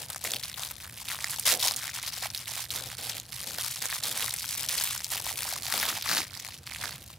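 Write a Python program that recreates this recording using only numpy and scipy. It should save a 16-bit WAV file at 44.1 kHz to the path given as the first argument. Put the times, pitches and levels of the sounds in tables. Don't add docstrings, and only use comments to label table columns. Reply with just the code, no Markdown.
import sys
import numpy as np
from scipy import signal
from scipy.fft import rfft, irfft
from scipy.io import wavfile
from scipy.ndimage import uniform_filter1d

SR = 44100
rng = np.random.default_rng(int(sys.argv[2]) if len(sys.argv) > 2 else 0)


def waveform_to_disk(signal):
    frames = np.transpose(np.atleast_2d(signal))
    scaled = np.clip(frames, -1, 1) * 32767
    samples = np.round(scaled).astype(np.int16)
    wavfile.write(sys.argv[1], SR, samples)


def how_loud(loudness_db):
    steps = np.asarray(loudness_db, float) / 20
    return 10 ** steps


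N = 316715


def rms_one(x):
    return x / np.sqrt(np.mean(x ** 2) + 1e-20)


def in_time(rows):
    s, *columns = np.transpose(rows)
    return [np.interp(np.arange(N) / SR, s, column) for column in columns]


def coloured(x, points):
    f, gain_db = np.transpose(points)
    hz = np.maximum(np.arange(N // 2 + 1) * SR / N, 1)
    gain = how_loud(np.interp(np.log(hz), np.log(f), gain_db))
    return irfft(rfft(x) * gain, N)


def drift(rate_hz):
    r = np.exp(-40 * np.pi * rate_hz / SR)
    noise = rng.standard_normal(N // 20 + 2002)
    slow = signal.lfilter([1], [1, -2 * r, r * r], noise)[2000:]
    return np.interp(np.arange(N) / 20, np.arange(len(slow)), rms_one(slow - slow.mean()))


def ring(x, hz, t60):
    r = how_loud(-60 / (t60 * SR))
    w = 2 * np.pi * min(hz, .45 * SR) / SR
    return signal.lfilter([np.sin(w)], [1, -2 * r * np.cos(w), r * r], x + 1e-18)


def dying(clicks, tau_s):
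    return signal.lfilter([1], [1, -np.exp(-1 / (tau_s * SR))], clicks)


def small(x, hz):
    return signal.sosfilt(signal.butter(2, hz, "high", fs=SR, output="sos"), x)


def near_pocket(hz, pocket_hz):
    width_octaves = .25
    return np.exp(-.5 * (np.log2(hz / pocket_hz) / width_octaves) ** 2)


def gestures(rows, rise_db_per_s, fall_db_per_s):
    start, length, level_db = np.transpose(rows)[:3, :, None]
    t = np.arange(0, N + 40, 40) / SR
    before = np.maximum(start - t, 0)
    after = np.maximum(t - start - length, 0)
    return how_loud(level_db - rise_db_per_s * before - fall_db_per_s * after) ** 2


def unfold(coarse):
    return np.interp(np.arange(N) / 40, np.arange(len(coarse)), coarse)


# lowest f/Hz, highest f/Hz, buckles/s before clumping, cycles of ring to -60 dB,
# size spread/dB per unit of an exponential draw
LARGE_FOLDS = (777, 2760, 350, 8.7, 6.6)
MIDDLE_FACETS = (2970, 5410, 650, 7.3, 3.4)
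FINE_CREASES = (6830, 17600, 600, 1.96, 2.8)
# t/s, level/dB over the crackle
FINE_LEVEL = [(0.0, 4), (0.8, 2), (1.3, 3.5), (1.6, 1.5), (2.2, 1), (2.6, 1), (3.3, 2), (4.0, 3.5),
              (4.9, 3), (5.15, 3), (5.7, 2.5), (6.2, -3), (6.7, 0.5), (6.93, -1.5), (7.02, 3), (7.18, 0)]
# f/Hz, gain/dB
FILM_RADIATION = [(500, -1.5), (900, -1), (1500, -4.5), (2200, -2.5), (2900, -4), (3700, -1), (5000, -0.5),
                  (6500, 0), (10000, 1), (15000, -4)]


def film_sound():
    crackle_db, large_db, pocket_hz = handling()
    fine_db, = in_time(FINE_LEVEL)
    shared = rng.random(N), np.minimum(rng.exponential(1, N), 4.0)
    effort = np.clip((crackle_db + 48) / 22, 0, 1)
    unevenness_db = 4.8 * drift(25) + 4.3 * drift(90)
    clumps = how_loud(-4.0 + 17.0 * effort + (1 - 0.79 * effort) * unevenness_db)
    middle = crackle(MIDDLE_FACETS, shared, clumps, pocket_hz)
    large = how_loud(large_db) * crackle(LARGE_FOLDS, shared, clumps, pocket_hz)
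    fine = how_loud(fine_db) * crackle(FINE_CREASES, shared, clumps, pocket_hz)
    rustle = slide(crackle_db + 0.33 * large_db, effort, pocket_hz)
    film = snaps(pocket_hz) + rustle + how_loud(crackle_db) * (middle + large + fine)
    no_bass = signal.butter(4, 560, "high", fs=SR, output="sos")
    return signal.sosfilt(no_bass, coloured(film, FILM_RADIATION))


# start t/s, length t/s, crackle level/dB,
# large folds level/dB over the crackle, air pocket f/Hz
TUGS = [(0.0, 0.016, -44, 4.5, 1500), (0.102, 0.014, -38.5, 3.5, 1370), (0.245, 0.026, -36.5, 0, 1980),
        (0.303, 0.047, -38, -16, 2200), (0.43, 0.078, -42.5, -2, 1980), (0.578, 0.089, -39, 1.5, 1160),
        (0.707, 0.022, -44.5, -2, 1300), (0.735, 0.041, -50, -4, 1500), (0.812, 0.07, -46.5, 2.5, 1510),
        (0.946, 0.12, -45, -2.5, 2180), (1.082, 0.065, -37.5, 2, 2000), (1.191, 0.054, -42.5, 3, 1660),
        (1.271, 0.087, -40.5, 4, 1670), (1.46, 0.062, -25.5, -5.5, 1950), (1.56, 0.032, -40, -17, 900),
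        (1.6, .03, -33.5, -23, 1200), (1.63, 0.042, -28.5, -10.5, 860), (1.706, 0.03, -39, -10, 900),
        (1.771, 0.021, -37, -4.5, 1490), (1.826, 0.066, -38, 0.5, 2010), (1.94, 0.05, -37.5, -2.5, 1840),
        (2.024, 0.064, -36.5, -3.5, 1900), (2.126, .08, -38.5, -4.5, 1790), (2.222, 0.04, -35.5, 1, 1770),
        (2.341, .054, -41, -24, 1800), (2.402, 0.0086, -42.5, 1, 2250), (2.472, 0.12, -38, -4, 2080),
        (2.544, 0.1, -40, -9, 1760), (2.713, 0.059, -35.5, -9, 1890), (2.768, 0.17, -42, -1, 1740),
        (2.981, .11, -38, -8.5, 1620), (3.088, 0.095, -39.5, -12, 2100), (3.323, 0.12, -40.5, -6.5, 1660),
        (3.472, 0.072, -40, -5, 1680), (3.581, 0.087, -36.5, -8, 1250), (3.815, 0.17, -38.5, -2, 1720),
        (4.032, 0.092, -33.5, -8, 1630), (4.157, 0.099, -34, -1, 1850), (4.281, 0.2, -38.5, -7.5, 2200),
        (4.491, 0.16, -36.5, -6, 2200), (4.693, 0.18, -34, -5.5, 1780), (4.89, 0.071, -37, -2.5, 1850),
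        (5.113, 0.069, -34, -4, 2020), (5.246, 0.061, -36.5, 0, 2030), (5.376, 0.19, -38, -1, 1820),
        (5.64, .08, -38, 1.5, 1580), (5.721, 0.17, -32, -2.5, 1600), (5.891, 0.093, -36, 0.5, 1830),
        (6.045, 0.032, -35.5, 2, 1510), (6.091, 0.11, -31, -1, 1540), (6.253, 0.081, -53, 3, 2400),
        (6.341, .2, -44, -2.5, 2430), (6.665, 0.13, -43, 2.5, 2200), (6.811, 0.068, -38, -1, 1820),
        (6.923, 0.027, -39.5, 1, 1760), (6.98, 0.15, -49, -4, 2300)]
# t/s, crackle level/dB
SETTLING = [(0.0, -44), (0.7, -46.5), (0.9, -52.5), (1.4, -41), (1.9, -50.5), (2.3, -48), (3.25, -48),
            (3.75, -39), (4.0, -54), (4.5, -60), (5.05, -43), (5.6, -40.5), (6.25, -44), (6.6, -52),
            (6.8, -48.5), (7.0, -51), (7.18, -67)]


def handling():
    settling_large_db, settling_pocket_hz = -6, 2200
    tugs = gestures(TUGS, rise_db_per_s=1498, fall_db_per_s=295)
    settling_db, = in_time(SETTLING)
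    large_db, pocket_hz = np.transpose(TUGS)[3:]
    rest = how_loud(settling_db) ** 2
    total = rest + unfold(tugs.sum(0))
    large = rest * how_loud(settling_large_db) ** 2 + unfold(how_loud(large_db) ** 2 @ tugs)
    pocket = (rest * settling_pocket_hz + unfold(pocket_hz @ tugs)) / total
    return 10 * np.log10(total), 10 * np.log10(large / total), pocket


def crackle(facets, shared, clumps, pocket_hz, count=8):
    low_hz, high_hz, per_s, cycles, spread_db = facets
    burst_s, evened_s = 0.00065, 0.019
    pocket_lift_db, wander_db = 13, 3.5
    chance, size = shared
    born = (chance < per_s * clumps / SR) * how_loud(spread_db * size)
    slip = rng.standard_normal((2, N))
    slip[1] += drift(12.7) * slip[0]
    dealt = rng.integers(0, count, N)
    out = 0
    for k, hz in enumerate(np.geomspace(low_hz, high_hz, count)):
        share = how_loud(pocket_lift_db * near_pocket(hz, pocket_hz) + wander_db * drift(1.9))
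        burst = slip * dying(born * share * (dealt == k), burst_s)
        out = out + small(ring(burst, hz, cycles / hz), hz / 2) / np.sqrt(cycles / hz)
    power = uniform_filter1d(out[0] ** 2, int(evened_s * SR))
    return out / np.sqrt(0.5 * np.mean(power) + power)


# t/s, facet peak level/dB before the film's radiation, facet f/Hz,
# low pop level/dB over that peak
SNAPS = [(0.101, -23, 8600, -6), (0.1608, -19, 6020, -1), (0.2418, -17.5, 8400, -30),
         (0.2489, -16.5, 2080, -26), (0.303, -28, 4330, -22), (0.3176, -17.5, 7210, -26),
         (0.336, -14.5, 3400, -29), (0.3606, -15, 3700, -36), (0.397, -27, 3810, -22),
         (0.436, -18.5, 4530, -37), (0.5416, -23, 3720, -23), (0.6342, -16, 4340, -28),
         (0.7102, -23, 12300, -5.5), (0.8024, -28, 2450, -29), (0.9396, -35, 12300, -23),
         (1.0859, -17, 4050, -26), (1.116, -24, 2000, -17), (1.1887, -26.5, 4820, 3.5),
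         (1.2431, -13.5, 5300, -1.5), (1.3071, -17, 9700, -30), (1.3963, -14.5, 9190, -39),
         (1.4616, -30, 3290, -22), (1.602, -16, 4000, -28), (1.6264, -13, 3950, -23),
         (1.682, -9, 4660, -33), (1.7105, -12, 4710, -11), (1.7384, -17.5, 4530, -22),
         (1.7627, -14.5, 7000, -35), (1.8292, -24, 2100, -24), (1.897, -27, 7020, -18),
         (1.947, -22, 6240, -20), (2.0348, -28, 3970, 4), (2.0767, -17.5, 4230, -9),
         (2.137, -21, 5000, -26), (2.181, -24, 4610, -28), (2.2345, -21, 1820, -12),
         (2.3028, -23, 5350, -30), (2.3477, -15, 4100, -37), (2.3764, -17.5, 5400, -38),
         (2.4573, -26, 3750, -20), (2.4778, -27, 3100, -21), (2.7052, -15.5, 4020, -25),
         (2.8747, -31, 4940, -15), (2.9843, -27, 3750, -26), (3.066, -34, 4260, -15),
         (3.0968, -17, 5670, -6), (3.1567, -32, 5560, -26), (3.1802, -26, 6840, -30),
         (3.199, -21.5, 6900, -18), (3.5014, -25, 3900, -25), (3.5853, -17, 3510, -0.5),
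         (3.714, -23, 11200, -22), (3.768, -29, 4800, -36), (3.8198, -16, 6000, -4),
         (3.8553, -17.5, 6870, -4), (3.8921, -24.5, 2250, -15), (3.905, -18, 4130, -15),
         (3.926, -19, 1920, -6), (3.9485, -19, 5300, -18), (4.0364, -14.5, 4500, -22),
         (4.1709, -25, 3090, -13), (4.2058, -15.5, 4000, -22), (4.2246, -14, 3430, -25),
         (4.2817, -22, 1800, -10), (4.3067, -18.5, 4840, -29), (4.3398, -15, 9700, -6.5),
         (4.3944, -22, 5040, -19), (4.42, -19, 4590, -17), (4.4423, -23, 2230, -9),
         (4.6394, -28, 3920, -18), (4.6876, -14.5, 6150, -30), (4.7167, -18.5, 4950, -24),
         (4.781, -14, 4550, -11), (4.81, -17, 4860, -7), (4.838, -12, 12100, -30), (4.978, -18, 6030, -29),
         (5.005, -23.5, 5310, 0), (5.0447, -12.5, 5900, -45), (5.1043, -25, 6330, -31),
         (5.117, -19.5, 10400, -14), (5.245, -22, 5530, -9), (5.6221, -36, 5200, -42),
         (5.8294, -10.5, 1800, -23), (5.8895, -14, 3970, -27), (6.0242, -13.5, 4500, -13),
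         (6.0588, -23, 1960, -11), (6.081, -19, 4560, -8), (6.1145, -14.5, 4290, 1),
         (6.1793, -12, 4190, -28), (6.3988, -23, 5650, -25), (6.448, -25.5, 2470, -27),
         (6.6732, -25.5, 4530, -12), (6.721, -25, 2190, -12), (6.76, -27, 2660, -21),
         (6.8384, -16.5, 1740, -16), (6.9084, -23, 4870, -9)]


def snaps(pocket_hz):
    burst_s, after_db, length = 0.00035, -4.0, 600
    out = np.zeros((2, N + length))
    for s, peak_db, hz, pop_db in SNAPS:
        slip = rng.standard_normal((2, length))
        lags, sizes = rng.uniform(0, 1, (2, 3))
        ticks = np.zeros(length)
        ticks[(lags * .006 * SR).astype(int)] = how_loud(after_db) * sizes
        ticks[0] = 1
        burst = slip * dying(ticks, burst_s)
        at = round(s * SR)
        facet = small(ring(burst, hz, 6 / hz), hz / 2)
        pop = ring(burst, pocket_hz[at], 6 / pocket_hz[at])
        edge = np.diff(burst, prepend=0) / 2
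        sound = facet / np.abs(facet[0]).max() + how_loud(pop_db) * pop / np.abs(pop[0]).max() + edge
        out[:, at:at + length] += how_loud(peak_db) * sound
    return out[:, :N]


# f/Hz, spectral level/dB
SLIDE = [(500, -44), (1000, 0.5), (2300, 4), (5000, -2), (9000, -9), (15000, -7.5)]


def slide(crackle_db, effort, pocket_hz):
    light_db, hard_db, pocket_db = -14.0, -2.5, -6.0
    rustle = coloured(rng.standard_normal((2, N)), SLIDE)
    air = rng.standard_normal((2, N))
    pocket = 0
    for hz in np.geomspace(*LARGE_FOLDS[:2], num=8):
        mode = small(ring(air, hz, 8.9 / hz), hz / 2) / np.sqrt(hz)
        pocket = pocket + near_pocket(hz, pocket_hz) * mode
    both = rustle / np.std(rustle) + how_loud(pocket_db) * pocket / np.std(pocket)
    return how_loud(crackle_db + light_db + (hard_db - light_db) * effort + 2.0 * drift(27)) * both


# start t/s, length t/s, hollow part level/dB, deep part level/dB over it
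RUBS = [(0.0, 0.014, -52, -20), (0.25, 0.096, -49, -7), (1.465, .075, -43.5, -12),
        (1.523, 0.054, -42.5, -8), (1.638, 0.12, -57, -7), (2.714, 0.16, -53, -5.5), (2.99, 0.17, -54, -9),
        (3.436, 0.12, -55, -3.5), (3.826, 0.032, -51.5, -10), (4.042, 0.19, -51, -7),
        (4.595, 0.19, -57, -6), (5.112, 0.49, -59.5, -5.5), (5.745, 0.18, -48.5, -4.5),
        (6.09, 0.12, -51.5, 2.5), (6.797, 0.14, -56, -3.5)]
# f/Hz, spectral level/dB
RUB_CORE = [(250, -33), (400, -6.5), (480, 2.5), (580, 1.5), (800, 0), (1500, -37), (5000, -70)]
# f/Hz, spectral level/dB
RUB_DEEP = [(100, -20), (170, -1.5), (260, 0.0), (340, -2.5), (600, -25), (2000, -70)]


def rubbing():
    rest_db = -67
    strokes = gestures(RUBS, rise_db_per_s=800.0, fall_db_per_s=300.0)
    out = 0
    for colour, over_db in (RUB_CORE, np.zeros(len(RUBS))), (RUB_DEEP, np.transpose(RUBS)[3]):
        noise = coloured(rng.standard_normal((2, N)), colour)
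        power = how_loud(rest_db) ** 2 + unfold(how_loud(over_db) ** 2 @ strokes)
        out = out + np.sqrt(power) * noise / np.std(noise)
    return out * how_loud(2.37 * drift(59))


# f/Hz, gain/dB on the side signal
WIDTH = [(60, -44), (150, -20), (380, -10.5), (950, -12.5), (2380, -16), (5980, -9), (15000, -3.5)]
# t/s, left over right level/dB
SWAY = [(0.0, 1), (0.5, 0), (5.26, 0.5), (6.28, 0), (6.4, -1), (7.18, -1.5)]


def stereo(mid, side, film_mid):
    quadrature = signal.hilbert(film_mid).imag
    side = coloured(0.82 * side + 0.59 * drift(3.2) * quadrature, WIDTH)
    lean = how_loud(in_time(SWAY)[0] / 2)
    return np.array([(mid + side) * lean, (mid - side) / lean])


def room(x):
    t60_s, wall_cut_hz, level_db = .12, 7000, -22
    out = np.zeros((2, N))
    dull = np.exp(-2 * np.pi * wall_cut_hz / SR)
    for k, lag in enumerate((rng.uniform(0.0066, 0.015, 12) * SR).astype(int)):
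        loop, state = x.copy(), [0.]
        gain = how_loud(-60 * lag / SR / t60_s)
        for i in range(lag, N, lag):
            back, state = signal.lfilter([gain * (1 - dull)], [1, -dull], loop[i - lag:i], zi=state)
            loop[i:i + lag] += back[:N - i]
        out[k % 2] += (loop - x) * (-1) ** (k // 2)
    return how_loud(level_db) * out


# f/Hz, spectral level/dB
RUMBLE = [(18, -44), (30, -39), (58, 2), (108, 3.5), (137, 2.5), (377, -25.5), (700, -39.5), (910, -44),
          (1540, -120)]


def background():
    rumble = coloured(rng.standard_normal((2, N)), RUMBLE)
    rumble = how_loud(-54 - 0.86 * drift(5.3)) * rumble / np.std(rumble)
    hum_hz, hum_db = 119.5, -60 + 3 * drift(1.4)
    phase_wander = .6 * drift(2.9)
    hum = how_loud(hum_db) * np.sin(2 * np.pi * hum_hz * np.arange(N) / SR + phase_wander)
    hiss = coloured(rng.standard_normal((2, N)), [(300, -12), (900, 8.5), (5000, 5.0), (15000, -2)])
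    return rumble + hum + how_loud(-63) * hiss


def scene():
    film = film_sound()
    mid, side = film + rubbing() + background()
    return stereo(mid, side, film[0]) + room(film[0])


def roll_off(x):
    return signal.sosfilt(signal.butter(12, 16820, fs=SR, output="sos"), x)


def record(dry):
    cut = signal.sosfilt(signal.butter(4, 48, "high", fs=SR, output="sos"), dry)
    cut = signal.sosfilt(signal.cheby2(10, 50, 16600, fs=SR, output="sos"), cut)
    return roll_off(cut)


dry = scene()
out = record(dry)
waveform_to_disk(out)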